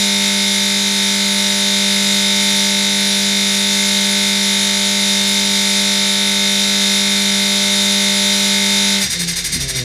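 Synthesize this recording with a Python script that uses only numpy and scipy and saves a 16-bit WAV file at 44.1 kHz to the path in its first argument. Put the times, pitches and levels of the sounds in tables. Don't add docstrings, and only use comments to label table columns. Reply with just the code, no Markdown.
import sys
import numpy as np
from scipy import signal
from scipy.fft import rfft, irfft, next_fast_len
from scipy.io import wavfile

SR = 44100
rng = np.random.default_rng(int(sys.argv[2]) if len(sys.argv) > 2 else 0)


def natural_amplitude(level_db):
    exponent = np.asarray(level_db, float) / 20
    return 10 ** exponent


def log_audio(samples):
    frames = np.atleast_2d(samples).T
    limited = np.clip(frames, -1, 1)
    pcm = np.round(limited * 32767).astype(np.int16)
    wavfile.write(sys.argv[1], SR, pcm)


N = 433923
TIME = np.arange(N) / SR
HELD_HZ = 49.868

# time in seconds, level in dB.
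LOAD_DB = [(0, 0.1), (1, -0.5), (2, 0.55), (3.3, -0.1), (4, 0.1), (7, -0.1), (8.25, 0.65), (8.6, 0.5),
           (9.84, 1.5)]
# centre in Hz, width in Hz, # level in the rush in dB, level
# in the surge in dB.
RESONANCE_PEAKS = [(2101, 69, -55, 0.5), (2294, 44, -66.5, -1), (3687, 240, -53.5, 0.5),
                   (4030, 320, -58.5, -18), (4245, 83, -57, 1), (4580, 60, -63, -4), (4890, 190, -56, -1),
                   (5100, 73, -78, -6), (5760, 220, -58, 0), (6440, 120, -61, -1), (7000, 160, -61, -15),
                   (7560, 140, -73.5, -13), (8380, 340, -64, -5.5), (8690, 130, -63, -2.5),
                   (9920, 1100, -66, -18), (10740, 750, -64.5, -8), (12600, 760, -73, -22),
                   (15100, 300, -82, -30)]


def engine(cycles):
    # multiple of the cycle rate, level in dB rms.
    exhaust_lines = [(1, -54.2), (2, -48.4), (3, -49.2), (4, -23.3), (5, -51.6), (6, -45.6), (7, -60.3),
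                     (8, -36.2), (9, -50.2), (10, -44.7), (11, -61.3), (12, -35.1), (13, -52.4),
                     (14, -45.6), (15, -55.8), (16, -47.4), (17, -57.5), (18, -36.3), (19, -49.4),
                     (20, -46.4), (21, -64.3), (22, -58.7), (23, -47.4), (24, -51.0), (25, -69.3),
                     (26, -46.8), (27, -43.6), (28, -53.3), (29, -62.8), (30, -39.6)]
    intake_lines = [(31, -42.1), (32, -46.8), (34, -39.9), (35, -45.3), (36, -46.0), (37, -39.2),
                    (38, -39.1), (39, -44.9), (40, -45.4), (41, -35.2), (42, -35.3), (43, -31.5),
                    (45, -49.4), (46, -36.2), (47, -35.8), (48, -45.1), (49, -49.5), (50, -36.9),
                    (51, -46.3), (53, -39.3), (54, -47.7), (56, -48.0), (57, -42.1), (58, -43.8),
                    (59, -47.0), (60, -45.9), (61, -49.2), (62, -37.2), (63, -40.7), (65, -39.8)]
    block_lines = [(67, -36.0), (69, -38.7), (70, -34.3), (71, -31.8), (72, -38.2), (73, -24.6),
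                   (74, -31.2), (75, -27.8), (76, -30.4), (77, -34.9), (78, -34.1), (79, -42.8),
                   (80, -30.1), (81, -44.2), (82, -39.7), (83, -37.1), (84, -41.0), (85, -34.0),
                   (86, -36.6), (87, -42.7), (88, -46.7), (89, -38.4), (91, -39.1), (93, -41.9),
                   (95, -46.5), (96, -44.4), (97, -43.3), (98, -36.7), (99, -35.5), (100, -45.7)]
    valve_lines = [(101, -43.7), (102, -42.0), (103, -33.6), (106, -41.7), (107, -39.3), (109, -44.4),
                   (111, -42.4), (112, -44.7), (114, -38.5), (115, -35.9), (116, -42.6), (117, -39.6),
                   (118, -37.9), (119, -45.5), (122, -45.7), (123, -39.6), (126, -45.5), (127, -42.1),
                   (129, -43.9), (131, -35.1), (135, -41.5), (136, -40.8), (139, -38.7), (140, -41.1),
                   (142, -45.6), (144, -40.8), (147, -42.3), (148, -39.7), (150, -44.2), (152, -45.7),
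                   (161, -46), (168, -47), (184, -52), (192, -49)]
    load_db = curve(LOAD_DB)
    exhaust_cut_db = cut_db(9.045, 500)
    intake_cut_db = cut_db(9.02, 300)
    ring_cut_db = cut_db(8.985, 280)

    pipe = lines(exhaust_lines[1:8], cycles, sway_db=0.48, slip_rad=0.09, rate_hz=2.3, spread=0.25)
    pipe += shake(cycles)
    metal = lines(exhaust_lines[8:], cycles, sway_db=1.2, slip_rad=0.1, rate_hz=1.2, spread=0.15)
    metal += natural_amplitude(0.2) * lines(intake_lines, cycles, sway_db=1.6, slip_rad=0.28, rate_hz=3.5, spread=0.13)
    metal *= natural_amplitude(intake_cut_db - ring_cut_db)
    metal += natural_amplitude(-0.26) * lines(block_lines, cycles, sway_db=1.6, slip_rad=0.35, rate_hz=6.0, spread=0.29)
    ticking = valve_lines
    metal += natural_amplitude(-0.54) * lines(ticking, cycles, sway_db=2.5, slip_rad=0.55, rate_hz=4.5, spread=0.21)
    return natural_amplitude(load_db + exhaust_cut_db) * pipe + natural_amplitude(load_db - 0.16 + ring_cut_db) * metal


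def lines(orders, cycles, sway_db, slip_rad, rate_hz, spread):
    out = np.zeros(N)
    cylinder = rng.integers(0, 4, 40)
    for multiple, level_db in orders:
        k = round(multiple)
        sway = drift(rate_hz)
        turns = k * (cycles - cylinder[(k + 2) // 6] / 4)
        scatter = spread * (2 if k < 40 else 1)
        angle = 2 * np.pi * (turns + scatter * rng.standard_normal()) + slip_rad * drift(rate_hz)
        sine = np.sin((angle % (2 * np.pi)).astype(np.float32))
        out += natural_amplitude(level_db + 3) * (1 + sway_db / 8.7 * sway) * sine
    return out


def whistle(cycles):
    gear_multiple = 200.36
    angle = 2 * np.pi * gear_multiple * cycles + 0.7 * drift(12.0) + 2.7 * drift(3.0)
    level_db = -33 + cut_db(8.965, 530) + 3 + 2.2 * drift(15.0)
    return natural_amplitude(level_db) * np.sin(angle)


def rush(cycles):
    # frequency in Hz, level in dB per Hz.
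    rush_spectrum = [(20, -79), (45, -85), (150, -72.5), (500, -77), (1050, -76.5), (1400, -69.5),
                     (2800, -67), (3300, -61), (7300, -61.5), (7800, -65.5), (9100, -68), (11700, -73.5),
                     (14000, -78.5), (16000, -80)]
    hardness_by_cylinder = [1, -0.076, -0.64, -0.44]
    peaks = [(hz, width_hz, level_db) for hz, width_hz, level_db, _ in RESONANCE_PEAKS]

    firing = 4 * cycles
    hardness_db = np.array(hardness_by_cylinder)[firing.astype(int) % 4]
    gate_db = hardness_db + 4.5 * (np.exp(-3.0 * (firing % 1)) - 0.3)
    shared_db = 0.5 * drift(4.2)
    low = air(rush_spectrum, peaks, 10, 1190) * natural_amplitude(0.61 * drift(5.0))
    middle = air(rush_spectrum, peaks, 1300, 7600) * natural_amplitude(0.8 * gate_db + shared_db + 0.4 * drift(8.0))
    high = air(rush_spectrum, peaks, 7600, 30000) * natural_amplitude(1.1 * gate_db + shared_db + 0.25 * drift(8.0))

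    left_db = -7.5
    air_db = 0.52 * curve(LOAD_DB) + 0.18 + np.maximum(cut_db(9.035, 170), left_db)
    air_db += 20 * np.log10(speed() / HELD_HZ)
    closing_db = np.minimum(air_db - 0.5, 0)
    return natural_amplitude(air_db) * (natural_amplitude(-0.4 * closing_db) * low + middle + natural_amplitude(0.56 * closing_db) * high)


def surge():
    # frequency in Hz, level in dB per Hz.
    surge_spectrum = [(300, -17), (1300, -21), (1750, -6.5), (3070, -13.5), (4900, -8.5), (7600, -14.5),
                      (9500, -16.5), (11500, -22), (15000, -23)]
    peaks = [(hz, width_hz, level_db) for hz, width_hz, _, level_db in RESONANCE_PEAKS]
    middle = air(surge_spectrum, peaks, 200, 7200) * natural_amplitude(-33.5 + 1.4 * drift(30.0))
    middle *= puffs(rise_s=0.015, sag_s=0.087, fall_s=0.067, body=0.9, lead_s=0.02)
    high = air(surge_spectrum, peaks, 7300, 11100) * natural_amplitude(-30 + 1.7 * drift(30.0))
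    high *= puffs(rise_s=0.0055, sag_s=0.049, fall_s=0.024, body=0, lead_s=0.014)
    top = air(surge_spectrum, peaks, 12800, 30000) * natural_amplitude(-33)
    top *= puffs(rise_s=0.0063, sag_s=0.076, fall_s=0.011, body=0.5, lead_s=0.013)
    return middle + high + top


def puffs(rise_s, sag_s, fall_s, body, lead_s):
    # time in seconds, peak in dB, blowing time in seconds, middle band against the top in dB.
    surge_puffs = [
        (9.018, -12.5, 0.051, 4),
        (9.111, -14.5, 0.045, 1.3),
        (9.1998, -14.5, 0.052, 0.5),
        (9.2856, -13.5, 0.046, -0.8),
        (9.369, -14, 0.043, -0.5),
        (9.4512, -13.5, 0.036, -1.5),
        (9.53, -12.5, 0.045, -2),
        (9.6113, -14.5, 0.036, -0.5),
        (9.6911, -13.5, 0.032, -1),
        (9.764, -15, 0.049, -0.5),
    ]
    out = np.zeros(N)
    for start_s, level_db, blowing_s, middle_db in surge_puffs:
        age_s = np.maximum(TIME - start_s + lead_s, 0)
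        decay = np.exp(-age_s / sag_s - np.maximum(age_s - blowing_s, 0) / fall_s)
        out += natural_amplitude(level_db + body * middle_db) * (1 - np.exp(-age_s / rise_s)) ** 2 * decay
    return out


def coast(cycles):
    # multiple of the cycle rate, level in dB rms.
    coast_tones = [(2, -50), (4, -46), (6, -56), (8, -54), (10, -57.5), (12, -59.5), (16, -63), (20, -67)]
    # time in seconds, level in dB.
    burning = [
        (9.12, -22),
        (9.16, 7),
        (9.27, 0),
        (9.43, -10),
        (9.5, 6),
        (9.59, -8),
        (9.64, 2),
        (9.705, -9),
        (9.76, 4),
    ]
    # start in seconds, peak in dB, frequency in Hz, t60
    # in seconds.
    pops_and_booms = [
        (8.2, -36, 790, 0.31),
        (9.035, -34, 117, .3),
        (9.15, -36, 505, .4),
        (9.555, -23, 242, 0.16),
        (9.56, -35, 340, .1),
        (9.06, -31, 184, 0.33),
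        (9.57, -27, 170.0, 0.94),
        (9.58, -38, 115.0, .3),
    ]
    burning_db = curve(burning)
    caught = np.clip((TIME - 9.6) / 0.05, 0, 1)
    tones = 0
    for multiple, level_db in coast_tones:
        k = round(multiple)
        on_firing = k % 4 == 0
        firing_db = on_firing * caught * (4.5 + 0.5 * k) + 2.0 * drift(11.0)
        firing_db += burning_db * (1 if k == 4 else 0.35)
        angle = 2 * np.pi * (k * cycles + rng.random()) + 0.26 * drift(10.0)
        tones += natural_amplitude(level_db + firing_db + 1) * np.sin(angle)
    out = cell(np.clip((TIME - 9.06) / 0.08, 0, 1) * tones + natural_amplitude(-50) * misfire())

    low_boom_hz, growth_db_per_s = 46.0, 19
    low_boom_db = -46 + growth_db_per_s * since(9.1, 0.01) + cut_db(9.76, 200) + 1.5 * drift(8.0)
    low_boom = natural_amplitude(low_boom_db + 3) * np.sin(2 * np.pi * low_boom_hz * TIME + 0.5 * drift(5.0))
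    out += np.clip((TIME - 9.05) / 0.1, 0, 1) * low_boom

    for start_s, level_db, hz, t60_s in pops_and_booms:
        age_s = np.maximum(TIME - start_s, 0)
        envelope = natural_amplitude(level_db - 60 * age_s / t60_s) * (1 - np.exp(-age_s / 0.0079))
        out += envelope * np.sin(2 * np.pi * hz * age_s)
    return out


def misfire():
    # time in seconds, level over the rumble in dB, half length in seconds.
    misfire_bursts = [
        (9.07, 5, 0.034),
        (9.56, 12.5, 0.038),
    ]
    band = signal.butter(3, [75, 230], "band", fs=SR, output="sos")
    noise = signal.sosfilt(band, rng.standard_normal(N))
    envelope = np.clip((TIME - 9.02) / 0.05, 0, 1)
    for centre_s, level_db, half_s in misfire_bursts:
        envelope += natural_amplitude(level_db) * np.exp(-((TIME - centre_s) / half_s) ** 2)
    return noise / noise.std() * envelope


def shake(cycles):
    pump_hz, beat_peak_s = 47.87, 2.3
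    settled = np.clip((TIME - 1.6) / 0.3, 0.3, 1)
    cam = settled * natural_amplitude(-54.5 + 1.5 + 2.5 * drift(0.8)) * np.sin(2 * np.pi * cycles)
    pump_turns = pump_hz * (TIME - beat_peak_s) + np.interp(beat_peak_s, TIME, cycles)
    pump = natural_amplitude(-58.5 + 1 + 2.5 * drift(1.1)) * np.sin(2 * np.pi * pump_turns + 0.3 * drift(0.5))
    return cam + pump


def cell(x):
    # frequency in Hz, width in Hz, level in dB.
    booms = [(72, 6, 15.5), (129, 5, 9), (137, 5, 9), (146, 7.9, 11), (171.5, 4.5, 22), (246, 12, 12.5),
             (340, 19, 8), (400, 55, 10.5), (500, 22, 5), (650, 25, 4)]
    out = x.copy()
    for hz, width_hz, level_db in booms:
        r = np.exp(-np.pi * width_hz / SR)
        poles = [1, -2 * r * np.cos(2 * np.pi * hz / SR), r * r]
        out += natural_amplitude(level_db) * (1 - r * r) / 2 * signal.lfilter([1, 0, -1], poles, x + 1e-18)
    return out


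def speed():
    rest_hz, run_down_s = 12, 1.2
    hunt = sum(np.sin(2 * np.pi * rate_hz * TIME) for rate_hz in (1.7, 3.9))
    held_hz = HELD_HZ + 0.3 * np.exp(-TIME / 0.25) + 0.025 * hunt
    return rest_hz + (held_hz - rest_hz) * np.exp(-since(8.99, 0.02) / run_down_s)


def cut_db(start_s, db_per_s):
    return -db_per_s * since(start_s, 0.02)


def since(start_s, soft_s):
    return soft_s * np.logaddexp(0, (TIME - start_s) / soft_s)


def air(spectrum, peaks, low_hz, high_hz):
    size = next_fast_len(N)
    hz = np.arange(1, size // 2 + 2) * SR / size
    points_hz, points_db = np.transpose(spectrum)
    power = natural_amplitude(np.interp(np.log(hz), np.log(points_hz), points_db)) ** 2
    for centre_hz, width_hz, level_db in peaks:
        power += natural_amplitude(level_db) ** 2 / (1 + (2 * (hz - centre_hz) / width_hz) ** 2) ** 2
    power *= 1 / (1 + (low_hz / hz) ** 6) - 1 / (1 + (high_hz / hz) ** 6)
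    return irfft(rfft(rng.standard_normal(size)) * np.sqrt(power * SR / 2), size)[:N]


def drift(rate_hz):
    r = np.exp(-128 * np.pi * rate_hz / SR)
    noise = rng.standard_normal(N // 64 + 1002)
    slow = signal.lfilter([1], [1, -2 * r, r * r], noise)[1000:]
    slow = slow / slow.std()
    ramps = np.diff(slow)[:, None] * np.arange(64) / 64
    return (slow[:-1, None] + ramps).ravel()[:N]


def curve(rows):
    s, db = np.transpose(rows)
    return np.interp(TIME, s, db)


def scene():
    cycles = np.cumsum(speed()) / SR
    mono = -engine(cycles) + whistle(cycles) + rush(cycles) + surge() + coast(cycles)
    return np.stack([mono, mono])


def band_limit(x):
    return signal.sosfilt(signal.butter(12, 15820, fs=SR, output="sos"), x)


def record(dry):
    rounded = 1.245 * np.tanh(dry / 1.154)
    top_cut = signal.ellip(16, 0.5, 70, 15300, fs=SR, output="sos")
    return band_limit(signal.sosfilt(top_cut, rounded))


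dry = scene()
out = record(dry)
log_audio(out)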